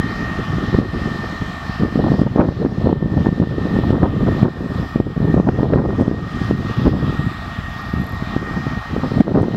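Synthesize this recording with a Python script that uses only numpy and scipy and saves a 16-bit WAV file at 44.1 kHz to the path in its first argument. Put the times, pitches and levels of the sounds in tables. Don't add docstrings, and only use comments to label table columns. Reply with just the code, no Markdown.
import sys
import numpy as np
from scipy import signal
from scipy.fft import rfft, irfft
from scipy.io import wavfile

SR = 44100
rng = np.random.default_rng(int(sys.argv[2]) if len(sys.argv) > 2 else 0)


def invert_db(level):
    return 10 ** (np.asarray(level, dtype=float) / 20)


def log_audio(samples):
    frames = np.atleast_2d(samples).T
    limited = np.clip(frames, -1, 1)
    pcm = np.round(limited * 32767).astype(np.int16)
    wavfile.write(sys.argv[1], SR, pcm)


N = 421596


def rms_one(x):
    return x / np.sqrt(np.mean(x ** 2) + 1e-20)


def in_time(rows):
    s, *columns = np.transpose(rows)
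    return [np.interp(np.arange(N) / SR, s, column) for column in columns]


def at_hz(points, hz):
    points_hz, points_db = np.transpose(points)
    return np.interp(np.log(hz), np.log(points_hz), points_db)


def drift(rate_hz):
    r = np.exp(-2 * np.pi * rate_hz * 40 / SR)
    noise = rng.standard_normal(N // 40 + 2002)
    slow = signal.lfilter([1], [1, -2 * r, r * r], noise)[2000:]
    return np.interp(np.arange(N) / 40, np.arange(len(slow)), rms_one(slow - slow.mean()))


def coloured(spectrum):
    hz = np.maximum(np.fft.rfftfreq(N, 1 / SR), 1)
    return rfft(rng.standard_normal(N)) * invert_db(at_hz(spectrum, hz)), hz


def patchy(spectrum, together_db, own_db):
    noise, hz = coloured(spectrum)
    band = 3 * np.log2(hz / 250)
    out = np.zeros(N)
    for k in range(18):
        share = np.cos(np.pi / 2 * np.clip(band - k, -1, 1)) ** 2
        flicker_db = own_db * (drift(3.2) + 0.2 * drift(36.0))
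        out += irfft(noise * share, N) * invert_db(flicker_db)
    return out * invert_db(together_db)


# t/s, whole rush/dB, low rush/dB, colour/(0 facing - 1 turned), shaft whine/dB
TURN = [(0, 1, 4, 0.097, 6), (1, 1, 1.5, 0.073, 7), (2, -1, 2.5, .1, 3), (3, 0, 0, 0.21, 1.5),
        (4, 0, 1.5, 0.97, 2.5), (5, -3.5, 3.5, 0.068, -12), (6, 0, 3, 0.41, -1), (6.5, 1.5, 0.5, 0.46, 4),
        (7, 1.5, 0.5, 1, -3), (8, -1, 3, 0.89, -11), (8.6, -2, 6.5, 0.2, 1), (9.56, -1, -0.5, 0.2, 5)]
# f/Hz, density/(dB per Hz)
RUSH_LOW = [(300, -30), (550, -18), (660, -6), (880, -8), (980, -15), (1080, -5.5), (1200, -1),
            (1350, -7.5), (1480, -13), (1800, -10.5), (1950, -13.5), (2170, -20), (2500, -16)]
RUSH_FACING = [(2500, -19), (3100, -16.5), (3600, -18), (4150, -17.5), (4600, -22), (5200, -22),
               (6000, -29), (7500, -36.5), (9000, -41), (11000, -58)]
RUSH_TURNED = [(2500, -16.5), (3100, -17.5), (3500, -14.5), (4150, -20), (4600, -24), (5200, -25.5),
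               (6000, -33.5), (7500, -37.5), (9000, -43.5), (11000, -51.5)]


def rush():
    whole_db, low_db, turned, _ = in_time(TURN)
    turned = np.clip(turned, 0, 1)
    together_db = 0.5 * drift(4.2)
    low = patchy(RUSH_LOW + [(2600, -52.5)], together_db + low_db, own_db=-0.97)
    facing = patchy([(2400, -59.0)] + RUSH_FACING, together_db, own_db=2.04)
    away = patchy([(2400, -60.0)] + RUSH_TURNED, together_db, own_db=1.86)
    return invert_db(whole_db - 16.0) * (low + np.sqrt(1 - turned) * facing + np.sqrt(turned) * away)


def fan(pitch, level):
    hz = in_time(pitch)[0] + 0.85 * drift(10.0)
    level_db = in_time(level)[0] + 2.0 * drift(19.0)
    return np.sqrt(2) * invert_db(level_db) * np.sin(2 * np.pi * np.cumsum(hz) / SR)


# t/s, f/Hz
LEFT_HZ = [(0, 1804), (1.3, 1802), (2.5, 1804), (4.9, 1808), (6.5, 1805), (9.56, 1806)]
RIGHT_HZ = [(0, 1860), (2.9, 1863), (4, 1859), (6, 1860), (7.2, 1865), (8.5, 1861), (9.56, 1861)]
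# t/s, level/dB
LEFT_DB = [(0, -36), (.7, -38), (1.25, -35), (2.2, -42), (2.5, -40.5), (3.0, -36.5), (3.85, -38.5),
           (4.05, -44.5), (4.4, -39), (4.87, -45), (5.09, -52), (5.3, -38.5), (6.1, -56), (6.36, -42),
           (6.92, -62), (8.2, -58), (8.52, -52), (8.95, -64)]
RIGHT_DB = [(0, -35.5), (.34, -33), (.5, -43), (.75, -36.5), (1.2, -39), (1.89, -46), (2.1, -40),
            (2.55, -45), (3.199, -41.5), (3.75, -40), (4.15, -41), (5.3, -41), (6.1, -36), (6.8, -38.5),
            (7.7, -38), (8.36, -35.5), (8.52, -32.5), (9.0, -41.5)]


def fans():
    return fan(LEFT_HZ, LEFT_DB) + fan(RIGHT_HZ, RIGHT_DB)


# f/Hz, level/dB, on shaft/(1 if a multiple of the accessory shaft)
WHINES = [(934, -58, 0), (2066, -57, 1), (3100, -58, 1), (4134, -67, 1), (4937, -67, 0), (4999, -66, 0),
          (5842, -75, 0), (5930, -72, 0), (6861, -81, 0), (7216, -75.5, 0), (7306, -72.5, 0),
          (7640, -80, 0), (7750, -81, 0)]


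def whines():
    out = np.zeros(N)
    shaft_db = in_time(TURN)[3]
    for hz, line_db, on_shaft in WHINES:
        phase = 2 * np.pi * np.cumsum(hz * (1 + 0.00066 * drift(5.4))) / SR
        level_db = line_db + on_shaft * shaft_db + 2.2 * drift(1.4)
        out += np.sqrt(2) * invert_db(level_db) * np.sin(phase)
    return out


# t/s, buffet/dB, small eddies re buffet/dB
WIND = [(0, -22.5, -8), (.5, -20, -8), (.95, -21.5, -1), (1.35, -27.5, -5.5), (1.72, -31, -5),
        (1.9, -20, -5.5), (2.3, -10.5, 0.5), (3.1, -10.5, -4), (3.55, -15.5, -2.5), (4.3, -11, -7),
        (4.55, -23, -2.5), (5.15, -21.5, -5), (5.4, -8.5, -3), (6.0, -9.5, -1), (6.3, -19, -9),
        (7.0, -19, -7), (7.4, -30.5, -15), (9.56, -21.5, -1)]
# centre t/s, half length/s, rise/dB, small eddies added/dB
PUFFS = [(2.315, 0.032, -8.5, -9), (0.786, 0.054, 6.5, -3.5), (5.778, 0.058, 3.5, 3.5),
         (1.242, 0.017, 8, 6), (1.836, 0.029, 13, 1), (1.996, 0.039, 8.5, 2.5), (2.085, 0.062, 3.5, 5),
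         (2.421, 0.071, 4, 6), (2.648, 0.023, 2.5, -1), (4.723, .1, 5.5, -2), (3.274, .03, 3, 8),
         (3.345, .025, -9, 0), (3.419, .025, 6.5, -7), (3.941, .035, 8, 4), (4.053, 0.033, 2, 12),
         (4.458, .03, 6, 9.5), (4.901, 0.06, -9, -8), (4.988, 0.023, 7.5, 2), (5.152, 0.026, -12, -3),
         (5.073, .025, 13, -1), (5.373, 0.029, 5, -0.5), (5.627, 0.026, -2.5, 4.5), (6.535, 0.016, 13, -13),
         (6.92, 0.082, 8.5, 4.5), (7.25, 0.032, 8.5, -3), (7.98, 0.034, 13.5, -5), (8.697, .08, 5, -15),
         (8.844, 0.05, -16.5, -1), (9.239, 0.016, -8, -5), (9.341, 0.19, 12, 3.5)]


def gusts():
    buffet_db, small_db = in_time(WIND)
    t = np.arange(N) / SR
    for s, half_s, rise_db, fine_db in PUFFS:
        bell = np.exp(-((t - s) / half_s) ** 2)
        buffet_db = buffet_db + rise_db * bell
        small_db = small_db + fine_db * bell
    return buffet_db, small_db


def swing(hz, turns):
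    u = np.arange(-2 * SR / hz, 2 * SR / hz) * 2 * np.pi * hz / SR
    shape = np.sin(u) * np.exp(-(u / (np.pi * turns)) ** 2)
    return shape / shape.max()


# pulse f/Hz, share/dB, rate/(eddies per s)
EDDIES = [(38, -21, 190), (60, -7.5, 130), (91.6, -2, 76), (133, -1, 90), (186, -0.5, 110),
          (284.6, -4, 130), (428, -10, 160), (700, -17, 120), (1090, -25.5, 90)]


def buffeting():
    buffet_db, small_db = gusts()
    swell_db = buffet_db - buffet_db.mean()
    heave_db = -27 + 0.05 * swell_db - 2 * drift(3.7)
    clumps = drift(30.0)
    crowd = 1.6 * invert_db(0.25 * swell_db)
    out = np.zeros(N)
    for hz, share_db, per_s in EDDIES:
        small = np.clip(np.log(hz / 190) / np.log(2.2), 0, 1.15)
        large = np.clip(np.log(120 / hz) / np.log(1.8), 0, 1)
        born = rng.random(N) < crowd * per_s / SR
        sizes = invert_db(2.99 * np.minimum(rng.exponential(1, N), 4)) * rng.choice([-1, 1], N)
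        train = signal.oaconvolve(born * sizes, swing(hz, turns=0.98), "same")
        train = rms_one(train / np.sqrt(crowd))
        level_db = (1 - large) * (buffet_db + 2.97 * clumps) + large * (heave_db + 1.5)
        fine_db = small * (small_db + 2.5 + 2.4 * clumps)
        out += train * invert_db(level_db - 4.5 + share_db + fine_db)
    return 1.3 * np.tanh(out / 1.3)


# t/s, peak/dB, pulse f/Hz
THUMPS = [(0.784, 0.5, 204), (1.831, -3, 220), (2.115, -1.5, 230), (2.213, 3, 189), (2.392, 4, 175),
          (2.485, 4.5, 173), (2.646, 5, 260), (2.868, 2.5, 303), (2.925, 6, 280), (3.265, 3, 245),
          (3.286, 1.5, 181), (3.397, 3.5, 198), (3.651, -3.5, 220), (3.785, -2.5, 246), (3.902, 1, 215),
          (4.028, 1.5, 230), (4.427, 3.5, 153), (4.956, -1, 199), (4.998, 3.5, 240), (5.32, -15, 215),
          (5.339, 0.5, 209), (5.628, 4.5, 264), (5.755, 5.5, 231), (6.007, 3, 213), (6.11, 2, 250),
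          (6.507, -1, 260), (6.874, -1.5, 186), (8.361, -3, 210), (9.41, -0.5, 207)]
# t/s, peak/dB, pulse f/Hz
MORE_THUMPS = [(0.293, -15, 186), (0.58, -9, 205), (1.056, -8.5, 159), (1.693, -10.5, 149), (1.795, -9.5, 150),
               (1.954, -2, 195), (2.357, 1.5, 301), (2.841, -0.5, 150), (3.023, 3, 199), (3.137, -2.5, 227),
               (3.324, -0.5, 151), (3.469, -1.5, 178), (4.795, -8, 146), (5.174, -5.5, 179), (5.2, -3.5, 176),
               (5.396, 4.5, 292), (5.585, 0, 201), (6.077, 4, 217), (6.227, -13, 151), (7.123, -13.5, 278),
               (7.935, -6.5, 151), (8.221, -9.5, 144), (8.664, -7.5, 206), (8.961, -5.5, 312),
               (9.06, -13.5, 174), (9.116, -8, 198), (9.277, 2, 355), (9.356, -2, 433), (9.427, 0, 276),
               (9.48, -2, 272)]
# t/s, peak/dB, pulse f/Hz
OPENING = (0.0014, -4, 123)
# t/s, peak/dB, pulse f/Hz
SLAM = [
    (9.2028, 4.5, 235),
]


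def thumps():
    lead = SR // 10
    out = np.zeros(N + 2 * lead)
    singles = [(s + 0.00406, peak_db, hz) for s, peak_db, hz in THUMPS + MORE_THUMPS]
    signs = [1, *rng.choice([-1, 1], len(singles))]
    for (s, peak_db, hz), sign in zip([OPENING] + singles, signs):
        broad = invert_db(-4.0) * swing(hz, turns=0.95)
        sharp = invert_db(-10.5) * swing(1.56 * hz, turns=0.53)
        crest = invert_db(-27.0) * swing(3.9 * hz, turns=0.5)
        for pulse in (broad, sharp, crest):
            at = lead + round(s * SR) - len(pulse) // 2
            out[at:at + len(pulse)] += sign * invert_db(peak_db) * pulse
    for s, peak_db, hz in SLAM:
        pulse = swing(hz, turns=1.9)
        at = lead + round(s * SR) - round(SR / hz)
        out[at:at + len(pulse)] -= invert_db(peak_db) * pulse
    return out[lead:lead + N]


def gain():
    threshold_db, duck_share, most_step_db = -6.5, 0.88, 9
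    lag_s, attack_s, release_db_per_s = 0.008, 0.015, 25.5
    over_db = np.zeros(N)
    climb_db = release_db_per_s * np.arange(N) / SR
    last_s = last_db = 0
    for s, peak_db, _ in sorted(THUMPS + SLAM + MORE_THUMPS):
        left_db = max(last_db - release_db_per_s * (s - last_s), 0)
        wanted_db = duck_share * (peak_db - threshold_db)
        last_s, last_db = s, np.clip(wanted_db, left_db, left_db + most_step_db)
        over_db[round((s + lag_s) * SR)] = last_db
    duck_db = np.maximum.accumulate(over_db + climb_db) - climb_db
    r = np.exp(-1 / (attack_s * SR))
    return invert_db(-signal.lfilter([1 - r], [1, -r], duck_db))


# start t/s, length/s, end level/dB
BOUTS = [
    (3.65, 0.27, -65.5),
    (4.155, .8, -70),
    (6.4, 0.25, -65),
    (6.68, .24, -64),
    (7.08, .3, -67),
    (7.603, .4, -64.5),
]


def bouts():
    out = np.zeros(N)
    t = np.arange(N) / SR
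    for s, length_s, end_db in BOUTS:
        edges = np.clip(np.minimum(t - s, s + length_s - t) / 0.04, 0, 1)
        out += edges * invert_db(end_db - 6.5 * np.clip(1 - (t - s) / length_s, 0, 1))
    return out


def rasp():
    puffs = (0.5 + 0.5 * np.sin(2 * np.pi * 25 * np.arange(N) / SR - 0.8)) ** 1.5
    spectrum, _ = coloured([(10000, -36.5), (11500, 1), (13800, 5.0), (15600, -4.5)])
    return bouts() * rms_one(irfft(spectrum, N) * puffs)


def ticks(events, modes):
    out = np.zeros(N)
    chance_db = rng.normal(0, 2.2, (len(events), len(modes)))
    at = [round(s * SR) for s, _ in events]
    peak_db = np.array(events)[:, 1]
    for k, (hz, t60_s, level_db) in enumerate(modes):
        clicks = np.full(N, 1e-18)
        clicks[at] = invert_db(peak_db + level_db + chance_db[:, k])
        r, w = invert_db(-60 / (t60_s * SR)), 2 * np.pi * hz / SR
        mode = [0, np.sin(w), 0, 1, -2 * r * np.cos(w), r * r]
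        out += 2 * np.e * (1 - r) * signal.sosfilt([mode, mode], clicks)
    return out


# t/s, peak/dB
STROKES = [(7.7494, -50), (7.7874, -51), (7.8206, -48), (7.8634, -48), (7.9424, -47), (7.9992, -46),
           (8.0157, -45), (8.0416, -43), (8.0671, -40), (8.0925, -41), (8.1199, -42), (8.1459, -45)]
# f/Hz, t60/s, level/dB
WING = [(11600, 0.0068, -6), (12400, 0.0043, -4), (13600, 0.003, -8)]


def leg_strokes():
    return ticks(STROKES, WING)


# t/s, peak/dB
CREAKS = [
    (6.0057, -41),
    (6.018, -39),
    (6.023, -44),
    (9.422, -38),
]


def creaks():
    shell = [(8000, 0.003, -7), (9900, 0.0047, -9.0), (11300, 0.0027, -11)]  # f/Hz, t60/s, level/dB
    return ticks(CREAKS, shell)


# f/Hz, density/(dB per Hz)
HISS = [(300, 4), (6000, -8.5), (10000, -2), (12000, 1), (15500, 2)]


def hiss():
    return invert_db(-61.5) * rms_one(irfft(coloured(HISS)[0], N))


def scene():
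    aircraft = rush() + fans() + whines()
    wind = buffeting() + thumps()
    near = rasp() + leg_strokes() + creaks()
    return (aircraft + wind + near)[None]


def low_pass(x):
    return signal.sosfilt(signal.butter(12, 15720, fs=SR, output="sos"), x)


def record(dry):
    low_cut = signal.butter(2, 28.0, "high", fs=SR, output="sos")
    top_cut = signal.cheby2(18, 25, 16060, fs=SR, output="sos")
    x = signal.sosfilt(low_cut, (dry + hiss()) * gain())
    mix = signal.sosfiltfilt(top_cut, np.clip(x, -1, 1))
    return low_pass(mix)


dry = scene()
out = record(dry)
log_audio(out)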